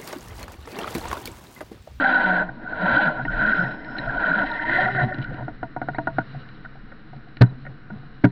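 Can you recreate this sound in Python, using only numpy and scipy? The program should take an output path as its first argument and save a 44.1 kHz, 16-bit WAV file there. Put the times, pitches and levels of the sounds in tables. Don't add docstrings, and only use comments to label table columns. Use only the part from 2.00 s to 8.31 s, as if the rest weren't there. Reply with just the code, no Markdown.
import sys
import numpy as np
from scipy import signal
from scipy.fft import rfft, irfft, next_fast_len
from scipy.io import wavfile
from scipy.ndimage import uniform_filter1d, map_coordinates

SR = 44100
rng = np.random.default_rng(int(sys.argv[2]) if len(sys.argv) > 2 else 0)


def undo_db(level):
    steps = np.asarray(level, float) / 20
    return 10 ** steps


def int16_out(signal):
    q = np.round(np.clip(np.atleast_2d(signal).T, -1, 1) * 32767)
    wavfile.write(sys.argv[1], SR, q.astype(np.int16))


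N = 278271


def unit(x):
    return x / np.sqrt(np.mean(x ** 2) + 1e-20)


def curves(rows):
    s, *cols = np.transpose(rows)
    return [np.interp(np.arange(N) / SR, s, c) for c in cols]


def wobble(rate_hz):
    knots = rng.standard_normal(int(N * rate_hz / SR) + 4)
    return map_coordinates(knots, [np.arange(N) * rate_hz / SR])


def filtered(x, response):
    m = next_fast_len(x.shape[-1] + SR // 4)
    spectrum = rfft(x, m) * response(np.fft.rfftfreq(m, 1 / SR))
    return irfft(spectrum, m)[..., :x.shape[-1]]


def ringing(x, modes):
    def response(f):
        return sum((-1) ** k * undo_db(db) * 1j * f * width / (hz * hz - f * f + 1j * f * width)
                   for k, (hz, width, db) in enumerate(modes))
    return filtered(x, response)


def coloured(spectrum):
    hz, db = np.transpose(spectrum)
    noise = rng.standard_normal(N)
    return unit(filtered(noise, lambda f: undo_db(np.interp(np.log(f + 1), np.log(hz + 1), db))))


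def swells(rows, rest_db, rise_s, fall_s):
    s, db = np.transpose(rows)
    grid = np.arange(0, N, 64)
    late = grid[:, None] / SR - s
    swell = undo_db(2 * db) * np.exp(-np.maximum(-2 * late / rise_s, 2 * late / fall_s))
    power = undo_db(2 * rest_db) + swell.sum(axis=1)
    return np.interp(np.arange(N), grid, np.sqrt(power))


def damped(x):
    return filtered(x, lambda f: 1 / (1 + 1j * f / 2600) ** 2)


def evened(x):
    x = unit(x)
    return x / (np.abs(uniform_filter1d(x ** 2, size=300)) + 0.061) ** (0.3 / 2)


def displaced(wash, lumps):
    fine, solid = np.abs(uniform_filter1d(np.array([wash, lumps]) ** 2, size=200))
    return wash * np.sqrt(fine / (fine + 2 * solid + 1e-20))


# frequency in Hz, width in Hz, level in dB.
RAIL_MODES = [(185, 40, -4), (251.4, 49.5, -3), (313.8, 15.8, 0), (441.5, 34, -9.5)]
CLAMP_MODES = [(562, 70, 0), (632, 41, 5.5), (722, 31, 4.5), (797, 32, -2), (948, 53, 4.5), (957, 367, -10)]
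CASE_MODES = [(1384.6, 40.4, 2.5), (1477.5, 66.4, 5.5), (1534, 42, 6.5), (1639, 104, -3.5)]
DOOR_MODES = [(1730, 120, -6), (1833, 88, 4.5), (2070, 85, -4), (1966, 74, -10.5)]
COVER_MODES = [(2410, 480, -1.5), (2980, 160, 5.5), (3177, 120, 4), (3490, 60, 4.5), (3924, 80, 8),
               (4520, 220, -8.5), (4800, 550, -33.5), (4840, 86, -6), (4700, 63, -19)]
# start in seconds, force in dB, spray height in dB, load on the clamp in dB.
WASH = [
    [(0, -24.5, -3, 0), (.04, -19, -16, -10), (.425, -21.5, -22, -4), (.46, -40, -28.5, 17.5),
     (.56, -43.5, -7.5, 15)],
    [(.66, -32.5, -14, 0), (.74, -30, -15.5, 1), (.88, -19, -17, -6), (.97, -19, -18, -6.5),
     (1.08, -20.5, -19.5, -5.5), (1.14, -32.5, -20.5, 8.5), (1.2, -24.5, -23, -3.5),
     (1.25, -36.5, -10.5, -1)],
    [(1.3, -27.5, -18, -4.5), (1.42, -21.5, -18, -8.5), (1.51, -20, -17, -16), (1.6, -21.5, -18.5, -13),
     (1.68, -27, -18, -2.5), (1.82, -37.5, -1.5, 7)],
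    [(2.02, -30.5, -7, 3.5), (2.25, -22.5, -24, -6), (2.33, -20, -27, -10), (2.43, -20.5, -15.5, -7.5),
     (2.47, -29.5, 0.5, 2)],
    [(2.68, -30.5, 6, 2), (2.76, -22.5, 0.5, -4.5), (2.89, -25, -1.5, 0), (2.93, -34, 8.5, 3),
     (3.01, -21.5, -5.5, -4), (3.05, -34, 7, 8.5), (3.24, -35, -4.5, 0), (3.3, -36, -4.5, -2.5),
     (3.42, -38, -5, 14), (3.5, -47.5, 6, -14)],
]
# level in dB at full force, then dB per dB of force, of spray height, of load.
ANSWER = [
    (-33.5, 0.54, 0.0065, 0.068),
    (-20, 1.86, 0.015, 0.97),
    (-20.5, 1.34, 0.007, 0.0092),
    (-18.5, 1.71, 1.06, 0.01),
    (-31, 1.96, 0.38, 0.34),
]


def scrub():
    clumps = undo_db(1.0 * wobble(70) + 0.6 * wobble(18))
    impacts = rng.standard_normal(N) * undo_db(1.9 * rng.exponential(size=N))
    force_db, height_db, load_db = curves(sum(WASH, []))
    full_db, ebb_db_per_s = -20, 2.5
    ebb_s = np.maximum(np.arange(N) / SR - WASH[-1][-1][0], 0)
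    force_db = force_db - ebb_db_per_s * ebb_s - full_db
    sound = 0
    parts = [RAIL_MODES, CLAMP_MODES, CASE_MODES, DOOR_MODES, COVER_MODES]
    for modes, (db, by_force, by_height, by_load) in zip(parts, ANSWER):
        own = undo_db(1.2 * wobble(29.626)) * (impacts + 0.76 * rng.standard_normal(N))
        if modes is COVER_MODES:
            patchy = undo_db(0.33 * wobble(21))
            ring = ringing(clumps * own * patchy, modes)
            felt_db = uniform_filter1d(force_db, size=SR // 10)
        else:
            ring = damped(evened(ringing(clumps * own, modes)))
            felt_db = force_db
        level_db = db + by_force * felt_db + by_height * height_db + by_load * load_db
        sound = sound + undo_db(level_db) * unit(ring)
    return sound


# time in seconds, slips per second in Hz, level in dB.
GROANS = [
    [(0.0, 282.4, -17), (0.04, 260.6, -28.5), (0.104, 258.8, -32.5), (.14, 264.9, -31), (0.174, 254.4, -28),
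     (.215, 236.3, -29.5), (0.25, 192, -32.5), (0.32, 182.1, -23.5), (.36, 182.4, -30.5), (0.5, 174, -35)],
    [(0.8, 164.6, -35.5), (0.858, 184, -23.5), (0.93, 239, -52), (1.018, 247, -38), (1.074, 163.6, -24.5),
     (1.12, 150.7, -30.5)],
    [(1.38, 186.8, -38), (1.49, 221.8, -27.5), (1.544, 194, -51.5), (1.602, 176.4, -27),
     (1.66, 176.6, -28.5)],
    [(2.3, 165.9, -25.5), (2.358, 182.6, -39.5), (2.428, 202.4, -31), (2.5, 218, -67)],
    [(2.48, 316.4, -41), (2.56, 310, -39), (2.66, 315.4, -44), (2.7, 329.4, -32.5), (2.788, 369, -35.5),
     (2.936, 397, -37), (2.99, 363.6, -34.5), (3.12, 377.3, -37.5), (3.15, 378, -48.5)],
]
GROAN_DRIVE_DB = [-6, -0.5, -4, -4]
# frequency in Hz, width in Hz.
SINGING = [(750, 26), (940, 15)]


def groans():
    def overtone_gain(f):
        lift = sum(1 / (1 + ((f - mode_hz) / width_hz) ** 2) for mode_hz, width_hz in SINGING)
        return undo_db(-17 + 20.5 * lift)

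    t, tugs, swing = np.arange(N) / SR, np.zeros(N), np.zeros(N)
    for rows in GROANS:
        hz, db = curves(rows)
        turns = np.cumsum(hz * (1 + 0.017 * wobble(60))) / SR
        start_s, end_s = rows[0][0], rows[-1][0]
        fade = np.clip(np.minimum(t - start_s + .015, end_s - t) / 0.025, 0, 1)
        slips = np.diff(np.floor(turns), prepend=0)
        tugs += slips * fade * undo_db(db + 32.5 + 1.4 * wobble(44))
        overtones = sum(overtone_gain(k * hz) * np.sin(k * 2 * np.pi * turns) for k in range(2, 6))
        swing += (np.sin(2 * np.pi * turns) + overtones) * fade * undo_db(db - 1.5 + 1.2 * wobble(25))
    pull = damped(tugs)
    parts = [RAIL_MODES, CLAMP_MODES, CASE_MODES, DOOR_MODES]
    return swing + sum(undo_db(db) * ringing(pull, modes) for db, modes in zip(GROAN_DRIVE_DB, parts))


# time in seconds, peak in dB, ring in Hz.
CASE_JOLTS = [(0.001, -15.5, 1530), (0.033, -13.5, 1460), (0.062, -9.5, 1564), (0.1386, -10.5, 1485),
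              (0.1678, -13.5, 1480), (0.2514, -10.5, 1478), (0.3174, -13, 1520), (0.3892, -16, 1600),
              (0.4928, -25, 1515), (0.666, -29.6, 1480), (0.678, -25, 1474), (0.7356, -21.5, 1470),
              (0.8733, -15, 1432), (0.889, -13.5, 1500), (0.9728, -8, 1490), (0.9911, -12, 1480),
              (1.046, -16.5, 1520), (1.068, -16, 1450), (1.084, -16, 1440), (1.1814, -29, 1515),
              (1.2018, -25, 1490), (1.285, -17.5, 1454), (1.2967, -20.5, 1490), (1.4532, -14.5, 1565),
              (1.487, -13, 1490), (1.5347, -10, 1520), (1.594, -13.5, 1470), (1.6154, -13.5, 1467),
              (1.891, -28, 1420), (1.9077, -31, 1440), (1.9567, -25, 1460), (2.081, -20, 1430),
              (2.0988, -20, 1605), (2.1837, -17, 1510), (2.2435, -13.5, 1446), (2.3178, -11, 1505),
              (2.339, -12.5, 1440), (2.4254, -13.5, 1460), (2.525, -23, 1470), (2.597, -19.5, 1560),
              (2.7066, -23, 1534), (2.728, -18, 1570), (2.8067, -26.5, 1560), (2.8873, -16.5, 1430),
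              (2.98, -17, 1540), (3.0058, -16.5, 1500), (3.129, -26, 1470), (3.1534, -31.5, 1460),
              (3.249, -27.5, 1450)]
CLAMP_JOLTS = [(0.0519, -18, 777), (0.0841, -17.5, 782), (0.1893, -19.5, 775), (0.3769, -25, 788),
               (0.4259, -29, 810), (0.6564, -34, 725), (0.9957, -20, 800), (1.1983, -27, 743),
               (1.2637, -37, 760), (1.9046, -44, 784), (2.0743, -26, 677), (2.1626, -24.5, 710),
               (2.2487, -26.5, 700), (2.4059, -27, 690), (2.4474, -24, 760), (2.5124, -27, 930),
               (2.645, -21.5, 943), (2.7917, -16.5, 734), (2.8702, -18, 738), (2.8903, -20.5, 742),
               (2.9885, -20, 717), (3.0155, -23.5, 724)]
DOOR_JOLTS = [(0.027, -28, 1890), (0.1715, -26.5, 1890), (0.4, -30, 1750), (0.865, -32.5, 1883),
              (0.9597, -28.5, 1914), (1.068, -34.5, 1930), (1.2538, -38, 1920), (1.3312, -28, 1860),
              (1.477, -23.5, 1850), (1.6415, -33, 1900), (1.659, -27.5, 1850), (1.848, -37, 1790),
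              (1.99, -25.5, 1830), (2.2347, -24.5, 1850), (2.27, -26, 1840), (2.3008, -24.5, 1850),
              (2.3685, -29, 1790), (2.3907, -30, 1820), (2.477, -26, 1840), (2.5996, -20, 1830),
              (2.7599, -17, 1960), (2.7904, -16, 1810), (2.859, -16.5, 1900), (2.9879, -19, 1872),
              (3.0067, -18, 1866), (3.1234, -25, 1820), (3.2452, -41, 1860)]
LATE_JOLTS = [(3.8291, -29, 1480), (3.8792, -34, 1470), (3.9362, -36, 1450), (4.1712, -35, 1470),
              (4.2062, -28, 1480), (4.2172, -31, 1470), (4.6512, -32, 1450), (4.6522, -40, 1880),
              (4.6602, -30, 1480), (4.7582, -44, 1450), (4.7722, -43, 1480), (4.9242, -35, 1450),
              (5.9072, -37, 1480), (6.2445, -14, 1560), (6.2432, -20, 2050), (6.249, -25, 2200),
              (5.437, -30, 1450), (6.2535, -17, 1480)]
RAIL_JOLTS = [(0.59, -44, 227), (0.845, -24, 193), (0.914, -24.5, 229), (0.97, -24, 298),
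              (1.083, -25.5, 233), (1.2018, -34, 252), (1.257, -30, 290), (1.293, -31.5, 205),
              (1.5943, -25, 180), (1.7235, -44, 234), (1.7883, -43.5, 284), (1.9094, -34, 258.5),
              (1.9395, -36.5, 235), (1.999, -35, 277), (2.118, -44, 225), (2.1611, -33.5, 269),
              (2.314, -27.5, 275), (2.3707, -24, 206), (2.4429, -27, 284), (2.684, -46.5, 265),
              (3.0651, -24.5, 226.5), (4.38, -41.5, 240), (4.6668, -44, 235), (4.841, -42, 207),
              (4.9481, -45.5, 240), (5.036, -45.5, 214), (5.111, -47, 203), (5.1763, -40, 225),
              (5.5832, -38, 248), (5.663, -42, 232), (5.9353, -29.5, 214)]
COVER_JOLTS = [(0.1309, -33, 2520), (0.263, -39, 2760), (0.866, -35, 3150), (0.9622, -33.5, 3060),
               (0.987, -35.5, 3154), (1.2532, -41, 2730), (1.2804, -43, 3060), (1.3221, -44.5, 2970),
               (1.4932, -44, 3230), (1.6338, -49.5, 3000), (1.8464, -51, 2983), (2.256, -41, 3146),
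               (2.391, -35, 3200), (2.5164, -32, 3950), (2.9511, -43, 3054), (3.1887, -52, 3560),
               (3.23, -41, 3055), (3.3745, -54, 2900)]
SOFT_JOLTS = [(3.1185, -26.5, 600), (3.318, -33.5, 515), (3.3485, -38, 725), (4.3512, -43, 705),
              (4.7712, -48, 780), (4.9248, -43.5, 540), (5.1362, -42, 740), (5.2761, -47, 724),
              (5.6703, -40, 550), (5.9311, -59, 586), (6.0377, -58, 667), (6.2479, -21, 922)]
# rise in seconds, fall in seconds.
JOLT_S = [
    (0.0036, 0.0042),
    (0.0061, 0.011),
    (0.0014, 0.0074),
    (0.0013, 0.0042),
    (0.014, 0.015),
    (0.002, 0.0034),
    (0.0054, 0.0074),
]


def jolts():
    before = 1024
    sound, t = np.zeros(N + SR), np.arange(-before, 3072) / SR
    kinds = [CASE_JOLTS, CLAMP_JOLTS, DOOR_JOLTS, LATE_JOLTS, RAIL_JOLTS, COVER_JOLTS, SOFT_JOLTS]
    for rows, (rise_s, fall_s) in zip(kinds, JOLT_S):
        shape = np.exp(-(t / np.where(t < 0, rise_s, fall_s)) ** 2)
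        for s, db, hz in rows:
            jitter = uniform_filter1d(rng.standard_normal(len(t)), size=90)
            drift = np.cumsum(jitter) * hz ** 2 / 7e7
            sound[round(s * SR):][:len(t)] += undo_db(db) * shape * np.cos(2 * np.pi * hz * t + drift)
    return sound[before:N + before]


# time in seconds, level in dB.
FLEX = [(.33, -53), (.51, -41), (.94, -37), (1.26, -29), (1.39, -33), (1.66, -35), (2.08, -32),
        (2.4, -40.5), (2.65, -40), (2.86, -24), (3.04, -22.5), (3.2, -29), (3.33, -30.5), (3.496, -32.5),
        (3.654, -38.5), (3.9, -33), (4.1, -35.5), (4.196, -33), (4.366, -37), (4.44, -41), (4.6, -48),
        (5.166, -38), (5.52, -33), (5.704, -34), (5.92, -40), (5.966, -34), (6.18, -46)]
# frequency in Hz, width in Hz, level in dB.
HULL_MODES = [(131.5, 11.9, 6.5), (100, 18, -30)]


def hull():
    hum = ringing(rng.standard_normal(N), HULL_MODES)
    hum = unit(ringing(hum, [(125, 1400, 0)]))
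    return swells(FLEX, rest_db=-51, rise_s=0.053, fall_s=0.042) * hum


# time in seconds, level in dB.
HEAVE = [(.12, -49), (.49, -48), (.84, -45), (1.29, -28), (1.38, -30), (1.47, -35.5), (1.8, -40),
         (2.07, -28), (2.15, -36.5), (2.23, -37), (2.45, -38.5), (2.7, -38.5), (3.0, -46), (3.3, -41.5),
         (3.55, -40), (4.9, -64), (5.3, -61)]
# frequency in Hz, level in dB per Hz.
SWING = [(5, -26), (10, -12.5), (20, -13), (29, 2.5), (40, -13), (55, -15.5), (80, -47), (150, -120)]
HISS = [(35, -72.5), (60, -9.5), (206, -6.5), (371, -28.5), (400, -25.5), (521, -14), (618, -24.5),
        (733, -10.5), (838, -21.5), (1480, -10.5), (2470, -24.5), (3500, -37), (5580, -32), (7250, -68.5),
        (12300, -120)]
# time in seconds, level in dB.
FAR_CREST = [
    (4.35, -48),
]
# frequency in Hz, width in Hz, level in dB.
AIR_GAP = [(2870, 100, 1.5), (3990, 310, 2)]


def background():
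    heave = swells(HEAVE, rest_db=-49, rise_s=0.041, fall_s=0.089) * coloured(SWING)
    gap = unit(ringing(rng.standard_normal(N), AIR_GAP))
    far = coloured(HISS) + undo_db(-12 + 2.0 * wobble(27)) * gap
    return heave + swells(FAR_CREST, rest_db=-52.5, rise_s=0.39, fall_s=0.29) * far


# time in seconds, peak in dB, weight passed on to hull, rail and clamp in dB.
TAPS = [
    (0.4928, -39, 20.5),
    (1.2516, -22.5, 8),
    (2.695, -19, 6),
    (3.9473, -30.5, 13),
    (4.4643, -49, 2),
    (4.6477, -46.5, 17),
    (4.9195, -41, 6.5),
    (5.6521, -39, 10),
    (5.6666, -32, 0),
]
SLIPS = [(0.724, -26, -5.5), (3.4815, -31, 4.5), (3.6309, -26.5, 2), (3.765, -30, 5.5), (3.817, -24.5, 2),
         (3.887, -22, -1), (3.985, -20.5, 1), (4.0729, -18, -1), (4.1852, -16, 1), (4.348, -48, 9),
         (4.755, -53.5, 8)]
THUDS = [(2.859, -23.5, -17), (2.95, -23, -5), (3.0357, -42.5, 17.5), (3.307, -38, 0.5),
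         (3.3225, -41, -0.5), (3.385, -40, 6), (3.4093, -42, 10.5), (3.397, -41, 2.5), (3.426, -43.5, 5),
         (5.1326, -54, 14), (5.903, -41.5, 5), (5.9369, -48, 1), (6.0332, -49, 1.5)]
DROPS = [(1.847, -43, -1), (1.969, -49, -4), (1.985, -32, 0), (3.1453, -37, 3.5), (3.1861, -41, 10),
         (3.2184, -38.5, -5), (3.226, -38.5, -16), (3.244, -39, -21), (3.344, -43, 9), (4.49, -43, -20),
         (5.165, -51.5, 7), (5.287, -52, -3), (5.3707, -36.5, -6.5)]
# hull, rail, clamp, lens cover, case, door in dB against the peak.
REACH = [
    (-21.5, -21, -13, -36, -7, -3.5),
    (-13, -4, 1, -25.5, -3, -14),
    (0, -2.5, -1.5, -26, -0.5, -9.5),
    (-15.5, 2, -7, -1, -7, -6.5),
]
# frequency in Hz, t60 in seconds, level in dB.
STRUCK = [
    [(128.3, 0.16, 0)],
    [(192, 0.11, -3.5), (260, 0.055, 7.5), (295.6, 0.12, -1.5)],
    [(540, 0.017, -11), (420, 0.055, -9.5), (664, 0.13, -5.5), (725, 0.034, 10.5), (810, 0.0047, -7.5),
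     (938, 0.079, -4)],
    [(2350, 0.021, -4), (2870, 0.01, 2.5), (3570, 0.0057, 3.5), (3950, 0.021, -3), (4330, 0.011, -2),
     (5140, 0.0037, 0)],
    [(1450, 0.039, 4.5), (1560, 0.022, 0.5)],
    [(1860, 0.03, -1.5), (2060, 0.017, -3)],
]


def knocks():
    kinds, t = [TAPS, SLIPS, THUDS, DROPS], np.arange(SR // 5) / SR
    rows = np.concatenate(kinds)
    reach_db = np.repeat(REACH, [len(kind) for kind in kinds], axis=0)
    peak_db = rows[:, 1:2] + rows[:, 2:] * [1, 1, 1, 0, 0, 0] + reach_db
    bounce = np.round(SR * (0.0021 + 0.0066 * rng.random(len(rows)))).astype(int)
    sound = np.zeros(N + SR)
    for part, modes in enumerate(STRUCK):
        is_hull, is_cover = part == 0, part == 3
        luck_db = 2.4 * rng.standard_normal((len(rows), len(modes)))
        contact_s = .0006 if is_cover else .0014
        onset = (1 - np.exp(-t / contact_s)) ** 2
        ring = 0
        for k, (hz, t60, db) in enumerate(modes):
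            decay = undo_db(db + luck_db[:, k:k + 1] - 60 * t / t60)
            ring = ring + decay * np.sin(2 * np.pi * hz * t) * onset
        chatter = uniform_filter1d(rng.standard_normal(ring.shape), size=400 if is_hull else 160, axis=1)
        ring = ring * (1 + 3.1 * chatter)
        ring = ring if is_cover else damped(ring)
        ring = -ring / np.abs(ring).max(axis=1, keepdims=True) * undo_db(peak_db[:, part:part + 1] + 4.0)
        for s, late, wave in zip(rows[:, 0] - .0019, bounce, ring):
            start = round(s * SR)
            sound[start:][:len(t)] += wave
            sound[start + late:][:len(t)] += .15 * wave
    return sound[:N]


# time in seconds, level in dB.
SURGES = [
    (.77, -38.5),
    (.87, -37),
    (.94, -33.5),
]
# time in seconds, level in dB.
MIST = [
    (1.25, -72.5),
    (1.6, -61.5),
    (1.95, -63),
    (2.5, -66.5),
    (2.85, -66),
]
# frequency in Hz, width in Hz, level in dB.
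SURGE_RING = [(76, 21, 0)]
MIST_RING = [(5246, 150, 0)]


def spray():
    mist = unit(ringing(rng.standard_normal(N), MIST_RING))
    mist = swells(MIST, rest_db=-99, rise_s=0.1, fall_s=0.16) * mist
    low = unit(ringing(ringing(rng.standard_normal(N), SURGE_RING), SURGE_RING))
    return undo_db(6.5) * mist + swells(SURGES, rest_db=-82.5, rise_s=0.013, fall_s=0.013) * low


# start in seconds, # length in seconds, from Hz, to Hz, level in dB.
CHIRPS = [
    (3.945, .03, 1950, 2500, -43),
    (3.943, .016, 3850, 3950, -48),
    (3.957, .014, 4300, 4550, -52),
    (5.46, .02, 3950, 3980, -50),
    (5.492, .018, 3950, 3900, -52),
    (1.9825, .009, 4150, 3700, -26),
    (1.994, .007, 4000, 3900, -36),
]


def squeaks():
    sound = np.zeros(N)
    for s, length_s, from_hz, to_hz, db in CHIRPS:
        u = np.arange(round(length_s * SR)) / (length_s * SR)
        turns = np.cumsum(from_hz + (to_hz - from_hz) * u ** 2) / SR
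        sound[round(s * SR):][:len(u)] += undo_db(db) * np.sin(np.pi * u) * np.sin(2 * np.pi * turns)
    return sound


# time in seconds, level in dB.
CRACKS = [
    (1.9845, -34),
    (1.9976, -44),
    (5.4129, -18.5),
    (5.4154, -16.5),
    (5.4196, -13),
    (5.4214, -22),
    (5.431, -33),
    (6.2482, -32),
    (6.2523, -34.5),
]
# frequency in Hz, width in Hz, level in dB.
CRACK_RING = [(2490, 400, -2), (4000, 390, 0), (4650, 600, -5)]


def cracks():
    sound, t, crack_s = np.zeros(N), np.arange(512) / SR, .0012
    for s, db in CRACKS:
        burst = rng.standard_normal(len(t)) * t * np.exp(-t / crack_s)
        clap = ringing(burst, CRACK_RING)
        sound[round((s - crack_s) * SR):][:len(t)] += undo_db(db) * clap / np.abs(clap).max()
    return sound


# time in seconds, hull, low rail, high rail and rattle in dB, rattle decay in seconds.
SLAMS = [
    (5.4093, 7, -6.5, -7, -6, 0.006),
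    (6.2383, -3.5, -7.5, -2, -9, 0.0076),
]


def slams():
    sound, t = np.zeros(N + SR), np.arange(SR // 2) / SR
    loose = [(6.5, CLAMP_MODES), (5.5, CASE_MODES), (4, DOOR_MODES), (-19.5, COVER_MODES),
             (-3.5, [(950, 760, 2.0)])]
    for s, hull_db, low_db, high_db, rattle_db, rattle_s in SLAMS:
        swings = [(121.8, 0.2, hull_db - 2, 0.58), (183.4, 0.2, low_db, 1.1), (256.6, 0.11, low_db, 3.5),
                  (293.3, 0.11, high_db, 1.4), (398, 0.21, high_db - 17.0, 5.1)]
        swing = sum(undo_db(db - 60 * t / t60) * np.sin(2 * np.pi * hz * t + angle)
                    for hz, t60, db, angle in swings)
        swing = swing * (.3 + .7 / (1 + (t / .043) ** 8))
        decay = np.exp(-t / rattle_s) + undo_db(-27.5) * np.exp(-t / 0.038)
        shake = damped(rng.standard_normal(len(t)) * decay)
        rattle = sum(undo_db(db) * ringing(shake, modes) for db, modes in loose)
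        rattle = undo_db(rattle_db) * rattle / np.abs(rattle).max()
        sound[round(s * SR):][:len(t)] += (1 - np.exp(-t / 0.0052)) * (swing + rattle)
    return sound[:N]


def scene():
    lumps = jolts()
    water = displaced(scrub(), lumps) + lumps + spray() + squeaks()
    boat = groans() + hull() + knocks() + cracks() + slams()
    return (water + boat + background())[None]


def top_cut(x):
    return signal.sosfilt(signal.butter(12, 15400, fs=SR, output="sos"), x)


def record(dry):
    lead = np.pad(dry, [(0, 0), (256, 0)], mode='reflect')
    shut = filtered(lead, lambda f: 1 / np.sqrt(1 + (f / 4400) ** 8) / np.sqrt(1 + (f / 5850) ** 40))
    top, hardness = .68, 40
    clipped = shut / (1 + np.abs(shut / top) ** hardness) ** (1 / hardness)
    coupling_hz, leak = 11, .55
    stored = filtered(clipped, lambda f: 1j * f / (coupling_hz + 1j * f) * np.where(f < 5700, 1, leak))
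    return top_cut(stored[:, -N:] - .006)


dry = scene()
out = record(dry)
int16_out(out)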